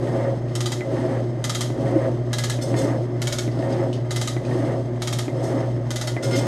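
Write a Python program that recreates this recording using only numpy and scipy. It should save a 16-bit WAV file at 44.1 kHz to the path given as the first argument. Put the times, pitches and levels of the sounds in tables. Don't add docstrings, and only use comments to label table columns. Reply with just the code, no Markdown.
import sys
import numpy as np
from scipy import signal
from scipy.fft import rfft, irfft, next_fast_len
from scipy.io import wavfile

SR = 44100
rng = np.random.default_rng(int(sys.argv[2]) if len(sys.argv) > 2 else 0)


def transcribe(signal):
    frames = np.atleast_2d(signal).T
    limited = np.clip(frames, -1, 1)
    pcm = np.round(limited * 32767).astype(np.int16)
    wavfile.write(sys.argv[1], SR, pcm)


def invert_db(x):
    u = np.asarray(x, float) / 20
    return 10 ** u


N = 285315

# first_tooth_s, pawl_peak_db, load of the following cut_db, its friction_db
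STROKES = [
    (-.337, -22, -0.1, 0),
    (0.5524, -21.5, -0.3, 0),
    (1.4415, -18, 0.4, 0),
    (2.3308, -19, 0.4, 1.5),
    (3.2179, -19.5, -0.4, 0.2),
    (4.1077, -20, -1, 1),
    (5.02, -20.5, -0.2, 0.3),
    (5.906, -21.5, 0.4, 0.2),
    (6.795, -20, 0, 0),
]
# idle_db, cut_gain_db, crest_s after the first tooth,
# end_s before the next teeth, sharpness (a power), return_gain_db
ANSWERS = dict(base=(-33.5, 10.5, 0.41, 0.02, 0.48, -0.6), column=(-43, 17, 0.64, 0.2, 0.1, 0.5),
           frame=(-47.5, 11, 0.61, 0.23, 0.47, 3.5))
# pitch_hz, level_db per Hz
BUZZ = [(410, -45), (700, -2), (752, -8.5), (813, -3.5), (1110, -10.5), (1210, -5.5), (1370, -14.5),
        (1890, -9.5), (2320, -24), (3300, -33), (4290, -54), (7260, -120)]
# pitch_hz, level_db per Hz
WAYS = [(1350, -19), (2300, -9), (2690, -3), (3100, -1), (4110, -2.5), (5200, -2.5), (5540, -8),
        (6330, -3.5), (7520, -16.5), (8200, -6), (9080, -15.5), (11000, -16), (15000, -35)]
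# pitch_hz, level_db per Hz
CLACK = [(410, -28), (700, -3), (1130, -11), (1240, -1), (1530, -7.5), (2000, -3.5), (2310, -11),
         (3160, -2), (3990, -7), (5240, -5), (5660, -9.5), (6120, -5.5), (7340, -8.5), (11400, -17.5),
         (15600, -30)]


def rms_one(x):
    return x / np.sqrt(np.mean(x ** 2) + 1e-20)


def drift(rate):
    r = np.exp(-80 * np.pi * rate / SR)
    slow = signal.lfilter([1], [1, -2 * r, r * r], rng.standard_normal(N // 40 + 2002))[2000:]
    return np.interp(np.arange(N) / 40, np.arange(len(slow)), rms_one(slow))


def above(x, hz):
    return signal.sosfilt(signal.butter(2, hz, "high", fs=SR, output="sos"), x)


def between(x, low_hz, high_hz, order=2):
    return signal.sosfilt(signal.butter(order, [low_hz, high_hz], "band", fs=SR, output="sos"), x)


def colour(x, spectrum):
    hz, db = np.transpose(spectrum)
    size = next_fast_len(len(x), True)
    grid = np.arange(size // 2 + 1) * SR / size + 1
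    gain = invert_db(np.interp(np.log(grid), np.log(hz), db, -120, -120))
    return irfft(rfft(x, size) * gain, size)[:len(x)]


def resonate(x, peaks):
    out = 0
    for k, (hz, width, db) in enumerate(peaks):
        r = np.exp(-np.pi * width / SR)
        a = [1, -2 * r * np.cos(2 * np.pi * hz / SR), r * r]
        out = out + (-1) ** k * invert_db(db) * signal.lfilter([(1 - r * r) / 2, 0, (r * r - 1) / 2], a, x)
    return out


def ring(clicks, hz, t60):
    r, w = invert_db(-60 / (t60 * SR)), 2 * np.pi * hz / SR
    return signal.lfilter([0, np.sin(w)], [1, -2 * r * np.cos(w), r * r], clicks + 1e-18)


def grains(per_s, spread_db):
    out = np.sign(rng.random(N) - .5) * (rng.random(N) < per_s / SR)
    out[out != 0] *= invert_db(spread_db * np.minimum(rng.exponential(1, N)[out != 0], 4))
    return rms_one(out)


def strikes(seconds, levels_db):
    clicks = np.zeros(N)
    clicks[np.round(np.asarray(seconds) * SR).astype(int)] = invert_db(levels_db)
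    return clicks


def dying(clicks, t60):
    return signal.lfilter([1], [1, -invert_db(-60 / (t60 * SR))], clicks + 1e-18)


def hump(start, crest, end):
    return np.sin(np.pi / 2 * np.interp(np.arange(0, N / SR, .001), [start, crest, end], [0, 1, 0])) ** 2


def ram_level(idle_db, cut_db, crest, early, sharpness, return_db, axis=0):
    db = 0
    for (s, _, *effort_db), after in zip(STROKES, STROKES[1:]):
        cut = hump(s + 0.29, s + crest, after[0] - early) ** sharpness
        quick_return = hump(s - .13, s + 0.02, s + .36)
        db = db + (cut_db + effort_db[axis]) * cut + return_db * quick_return
    return idle_db + np.interp(np.arange(N) / SR * 1000, np.arange(len(db)), db)


def hum_level():
    # deepest_s, sag_db, rebound_db
    sags = [
        (.845, -6, 0),
        (1.78, -6, 3),
        (2.655, -8, 3),
        (3.42, -2, 0.5),
        (4.43, -11, 1),
        (5.285, -5, 2.5),
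        (6.205, -15, 3.5),
    ]
    sag_s, rebound_after_s, rebound_s = 0.025, 0.071, 0.026
    t = np.arange(N) / SR
    dips = 0
    for s, sag, up in sags:
        dips = dips + sag * np.exp(-((t - s) / sag_s) ** 2)
        dips = dips + up * np.exp(-((t - s - rebound_after_s) / rebound_s) ** 2)
    return ram_level(-26.5, 1.5, 0.6, 0.092, 1, 0) + dips + 0.66 * drift(8.0)


def motor():
    # multiple of the hum pitch, level_db against it, wobble_db
    hum_orders = [(2.0, -14, 1.5), (3.0, -12, 3.0)]
    hum_hz, rotor_hz = 119.94, 29.63
    t = np.arange(N) / SR
    phase = 2 * np.pi * hum_hz * t + 0.24 * drift(2.8)
    turn = 2 * np.pi * rotor_hz * t
    upper = 0
    for k, db, wobble in hum_orders:
        upper = upper + invert_db(db + wobble * drift(5.8)) * np.sin(k * phase + 0.52 * drift(4.9))
    main = (1 + 0.06 * np.sin(turn + 1.55 * drift(2.3))) * np.sin(phase)
    rotor = invert_db(-50 + 2.5 * drift(2.3)) * np.sin(2 * turn)
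    return np.sqrt(2) * (invert_db(hum_level()) * main + invert_db(-26.5) * upper + rotor)


def gear_rumble(casting):
    return rms_one(sum(resonate(invert_db(1.5 * drift(33)) * grains(900, spread_db=2.0), [peak]) for peak in casting))


def gears():
    # pitch_hz, width_hz, level_db
    base = [(137.7, 25.5, 0.5), (215, 13, -6), (268, 32, 1.5), (277, 56, -6.5), (349.7, 48.4, 2),
            (400, 87, -13.5)]
    # pitch_hz, width_hz, level_db
    column = [(491, 35, -7.5), (532, 10.5, 2.5), (566.5, 18.4, -1.5), (650.7, 13.7, 0.5), (730, 46, -11.5),
              (917, 17, -16)]
    base_db, column_db = ram_level(*ANSWERS["base"]), ram_level(*ANSWERS["column"])
    rumble = invert_db(base_db - 2.5) * gear_rumble(base) + invert_db(column_db - 2.5) * gear_rumble(column)
    rumble = signal.sosfilt(signal.butter(2, 1100, fs=SR, output="sos"), rumble)
    mesh = np.sin(2 * np.pi * 543.6 * np.arange(N) / SR + 1.22 * drift(4.5))
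    mesh_db = -41.5 + 0.94 * (column_db - column_db.mean()) + 3.6 * drift(4.9)
    return rumble + invert_db(mesh_db) * mesh


def sliding_ram():
    # pitch_hz, width_hz, level_db
    ram_modes = [(1850, 40, -2.5), (2072, 94, 3.5), (3180, 71, 1), (6250, 120, 6.5), (7900, 330, -10)]
    ways_answer = (-53.5, 9, .42, .12, .4, 4.0)
    buzz_db = ram_level(*ANSWERS["frame"])
    ways_db = ram_level(*ways_answer, axis=1)
    slide = rng.standard_normal(N) * invert_db(0.99 * drift(22))
    buzz = rms_one(colour(grains(1500, spread_db=0.5), BUZZ)) + invert_db(8.0) * resonate(slide, ram_modes[:2])
    hiss = rms_one(colour(slide, WAYS)) + invert_db(7.0) * resonate(slide, ram_modes[2:])
    hiss += (invert_db(0.36 * (ways_db - ways_db.mean())) - 1) * between(hiss, 7000, 12500)
    whine_peak = [(5230, 200, 0)]
    whine = rms_one(resonate(resonate(slide, whine_peak), whine_peak))
    whine_db = 0.73 * ways_db - 33 + 4 * drift(9)
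    return invert_db(buzz_db - 1.5) * buzz + invert_db(ways_db - 5.5) * hiss + invert_db(whine_db) * whine


def shop_rumble():
    # pitch_hz, level_db per Hz
    rumble_colour = [(15, -61), (25, -6), (42, -20), (65, -28), (89, -30), (120, 6), (145, 4.5), (184, -14),
                     (363, -4), (446, -19), (603, -2.5), (1100, -39), (1430, -67), (2420, -120)]
    return invert_db(-33) * rms_one(colour(rng.standard_normal(N), rumble_colour))


def knocks():
    # start_s, peak_db, thud_db against the peak, ring_hz
    slack = [(0.0738, -38, 1, 1850), (0.8084, -32, 3, 2034), (0.9692, -38, 0, 1850),
             (1.7026, -44.5, 20, 2030), (1.86, -38, 5.7, 1850), (2.589, -40, 12.5, 2084),
             (2.7426, -34, 11, 1830), (3.478, -40, 15.5, 2006), (3.6254, -38, -11, 1840),
             (4.366, -36, 8.5, 2000), (4.5123, -35.5, -3, 1850), (5.2811, -37, 11, 2090),
             (6.166, -31, 6.5, 2025)]
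    out = np.zeros(N)
    for s, db, _, hz in slack:
        out += ring(strikes([s, s + .007], [db - 4.5, db - 1.5]), hz, 0.1)
        for ratio, level_db, t60 in [(1.045, -9.0, 0.077), (1.14, -2.0, 0.022), (1.1, -7.0, 0.025)]:
            out += ring(strikes([s], db + level_db), ratio * hz, t60)
    s, db, thud_db = np.transpose(slack)[:3]
    out += rms_one(colour(rng.standard_normal(N), BUZZ)) * dying(strikes(s, db - 1.0), 0.1)
    for hz, level_db, t60 in [(326, 12, 0.034), (617, -1, 0.042)]:
        out += ring(strikes(s, db + thud_db + level_db), hz, t60)
    return out


def ticks():
    # start_s, peak_db, pitch_hz
    chips = [
        (0.4835, -47, 2510),
        (1.23, -53, 3180),
        (3.5149, -43.5, 4650),
        (3.5896, -44, 5200),
        (3.724, -37, 4880),
        (3.9295, -34, 2990),
        (4.4498, -39.5, 2480),
        (5.6047, -42, 5260),
    ]
    hiss = rms_one(above(colour(rng.standard_normal(N), WAYS), 1600))
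    s, db = np.transpose(chips)[:2]
    out = hiss * dying(strikes(s, db - 6.0), 0.23)
    for s, db, hz in chips:
        out += ring(strikes([s], db + 0.5), hz, 0.035)
    return out


def thumps():
    # start_s, peak_db, pitch_hz
    backlash = [
        (1.044, -12.5, 357),
        (1.957, -3.5, 326),
        (2.838, -14, 293),
        (4.633, -12, 310),
        (5.535, -9.5, 276),
        (6.382, -12.5, 284),
    ]
    return sum(ring(ring(strikes([s], db - 41.5), hz, 0.038), hz, 0.071) for s, db, hz in backlash)


def small_hits():
    return between(knocks() + ticks() + thumps(), 220, 9000)


def ratchet():
    # after_first_s, level_db, low_ring_db against the peak
    teeth = [
        (0.0, 0.86, -12.5),
        (0.0533, 0.1, -9.5),
        (0.1065, 0.5, -10),
        (.1670, 0.04, -10),
    ]
    # handle_ring_hz, screw_ring_hz, level_db
    handle_rings = [(1222, 2010, 1.5), (1206, 2045, -0.5), (1692, 2035, 0.5), (1453, 2200, 0),
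                    (1212, 2045, -0.5), (1220, 2170, -2), (1450, 2010, 0)]
    # pitch_hz, width_hz, level_db
    wheel = [(620, 120, -6), (850, 120, -6), (1228, 70, -6), (2040, 90, -6), (3070, 70, -4), (3250, 70, -2),
             (3680, 80, -4), (3950, 70, -6), (4350, 90, -6), (4725, 90, -5), (5300, 100, -4),
             (5950, 80, -6), (6300, 80, -6), (6610, 70, -6), (6830, 70, -7), (7920, 90, -8),
             (8340, 100, -8), (9300, 120, -14), (10300, 120, -15), (11230, 150, -13)]
    drops = []
    for (at, db, *_), (handle, screw, turn_db) in zip(STROKES[1:], handle_rings):
        for after, tooth_db, low in teeth:
            drops.append((at + after, db + tooth_db, low + turn_db, handle, screw))
    s, peak_db, low_db, *rings_hz = np.transpose(drops)
    count = len(s)
    rings_hz = [hz * (1 + 0.012 * rng.standard_normal(count)) for hz in rings_hz]
    rings_hz.append(rng.choice([hz for hz, _, _ in wheel[4:10]], count))
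    bounce = s + .0062 + 0.00064 * rng.standard_normal(count)

    clatter, out = grains(8000, spread_db=1.5), np.zeros(N)
    for hz, width, db in wheel:
        level = peak_db + rng.normal(0, 2.6, count)
        shape = dying(strikes(s, level) + strikes(bounce, level - 6.5), 0.017)
        out += resonate(shape * clatter, [(hz, .7 * width, db + 10.5)])

    t = np.arange(SR // 6) / SR
    for hz, db, t60 in zip(rings_hz, [low_db - 5.0, low_db - 5.0, -17.0], [.13, .11, .06]):
        swell = (1 - np.exp(-t / 0.0016)) * invert_db(-60 * t / t60)
        for at, pitch, gain in zip((s * SR).astype(int), hz, invert_db(peak_db + db)):
            out[at:at + len(t)] += gain * swell * np.sin(2 * np.pi * pitch * t)

    first, second = strikes(s, peak_db), strikes(bounce, peak_db)
    crunch = rms_one(colour(grains(12000, spread_db=3.2), CLACK))
    crunch = crunch - resonate(crunch, [(2760, 350, -11.5)])
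    crack = invert_db(-15.5) * dying(first, 0.025) * crunch
    tail = signal.sosfilt(signal.cheby2(8, 30, 14300, fs=SR, output="sos"), crunch)
    tail_level = invert_db(-18.0) * dying(first + second, 0.027) + invert_db(-17.0) * dying(first, 0.33)
    return out + crack + tail_level * tail


def steelwork(x, t60, count=120):
    t = np.arange(SR // 8)[:, None] / SR
    hz = np.linspace(2900, 13600, count) + rng.uniform(-35, 35, count)
    db, phase = rng.uniform(-4, 4, count), rng.random(count)
    modes = np.sum(invert_db(db - 60 * t / t60) * np.sin(2 * np.pi * (hz * t + phase)), axis=1)
    return signal.fftconvolve(x, modes / np.sqrt(np.sum(modes ** 2)))[:N]


def scrapes():
    # start_s, rise_s, peak_db, fall_db per s, low_part_db against the peak
    strokes_by_hand = [
        (2.611, 0.014, -35, 190, -1),
        (2.764, 0.022, -34, 154, 2),
        (5.428, 0.014, -41, 127, -4),
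        (6.225, 0.013, -32.5, 194, 5.5),
        (6.311, 0.057, -35.5, 105, 10.5),
    ]
    # pitch_hz, width_hz, level_db
    scraped_modes = [(1418, 5.1, 1.5), (2110, 8.1, 5.5), (2480, 45, -25), (3140, 21, -7), (3520, 13, -6),
                     (4030, 36, -11), (4387, 8.3, -7), (5230, 29, -2), (6000, 16, -7), (6180, 61, -9),
                     (6620, 21, -6.5), (6900, 46, -24), (8100, 65, -11), (8460, 90, -14), (10500, 110, -40),
                     (11250, 72, -22)]
    # start_s, peak_db, pitch_hz, t60_s
    part_rings = [
        (6.229, -39, 1420, .6),
        (6.345, -45, 2100, .3),
        (6.345, -42, 3100, .5),
    ]
    slips = grains(6000, spread_db=2.5) * invert_db(1.5 * drift(40))
    body = invert_db(1.5) * rms_one(resonate(slips, scraped_modes)) + rms_one(colour(slips, CLACK))
    bright = rms_one(above(above(body, 3700), 3700))
    dull = rms_one(between(body, 1300, 4500, order=3))
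    out = sum(ring(strikes([s], db), hz, t60) for s, db, hz, t60 in part_rings) * invert_db(2.0 * drift(25))
    for s, rise, peak_db, fall, low_db in strokes_by_hand:
        for part, db, swell in [(bright, -1.0, rise), (dull, low_db - 7.0, 0.46 * rise)]:
            t = np.arange(N) / SR - s - swell
            shape_db = np.minimum(11 * t / swell, -fall * t)
            out = out + (t > -swell) * invert_db(peak_db + db + shape_db) * part
    return out


def workshop(x):
    t60_s, level_db = 0.28, -13
    t = np.arange(SR // 2) / SR
    echoes = rng.standard_normal(len(t)) * invert_db(-60 * t / t60_s) * (t > .004)
    echoes = signal.lfilter([.6], [1, -.4], echoes)
    return invert_db(level_db) * signal.fftconvolve(x, echoes / np.sqrt(np.sum(echoes ** 2)))[:N]


def scene():
    pawl = ratchet()
    hits = pawl + invert_db(-6.5) * steelwork(pawl, t60=0.068) + scrapes() + small_hits()
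    machine = motor() + gears() + sliding_ram() + shop_rumble()
    return (machine + hits + workshop(hits))[None, :]


def band_limit(x):
    return signal.sosfilt(signal.butter(12, 15730, fs=SR, output="sos"), x)


def record(dry):
    dulled = signal.sosfilt(signal.butter(6, 14500, fs=SR, output="sos"), dry)
    return band_limit(dulled)


dry = scene()
out = record(dry)
transcribe(out)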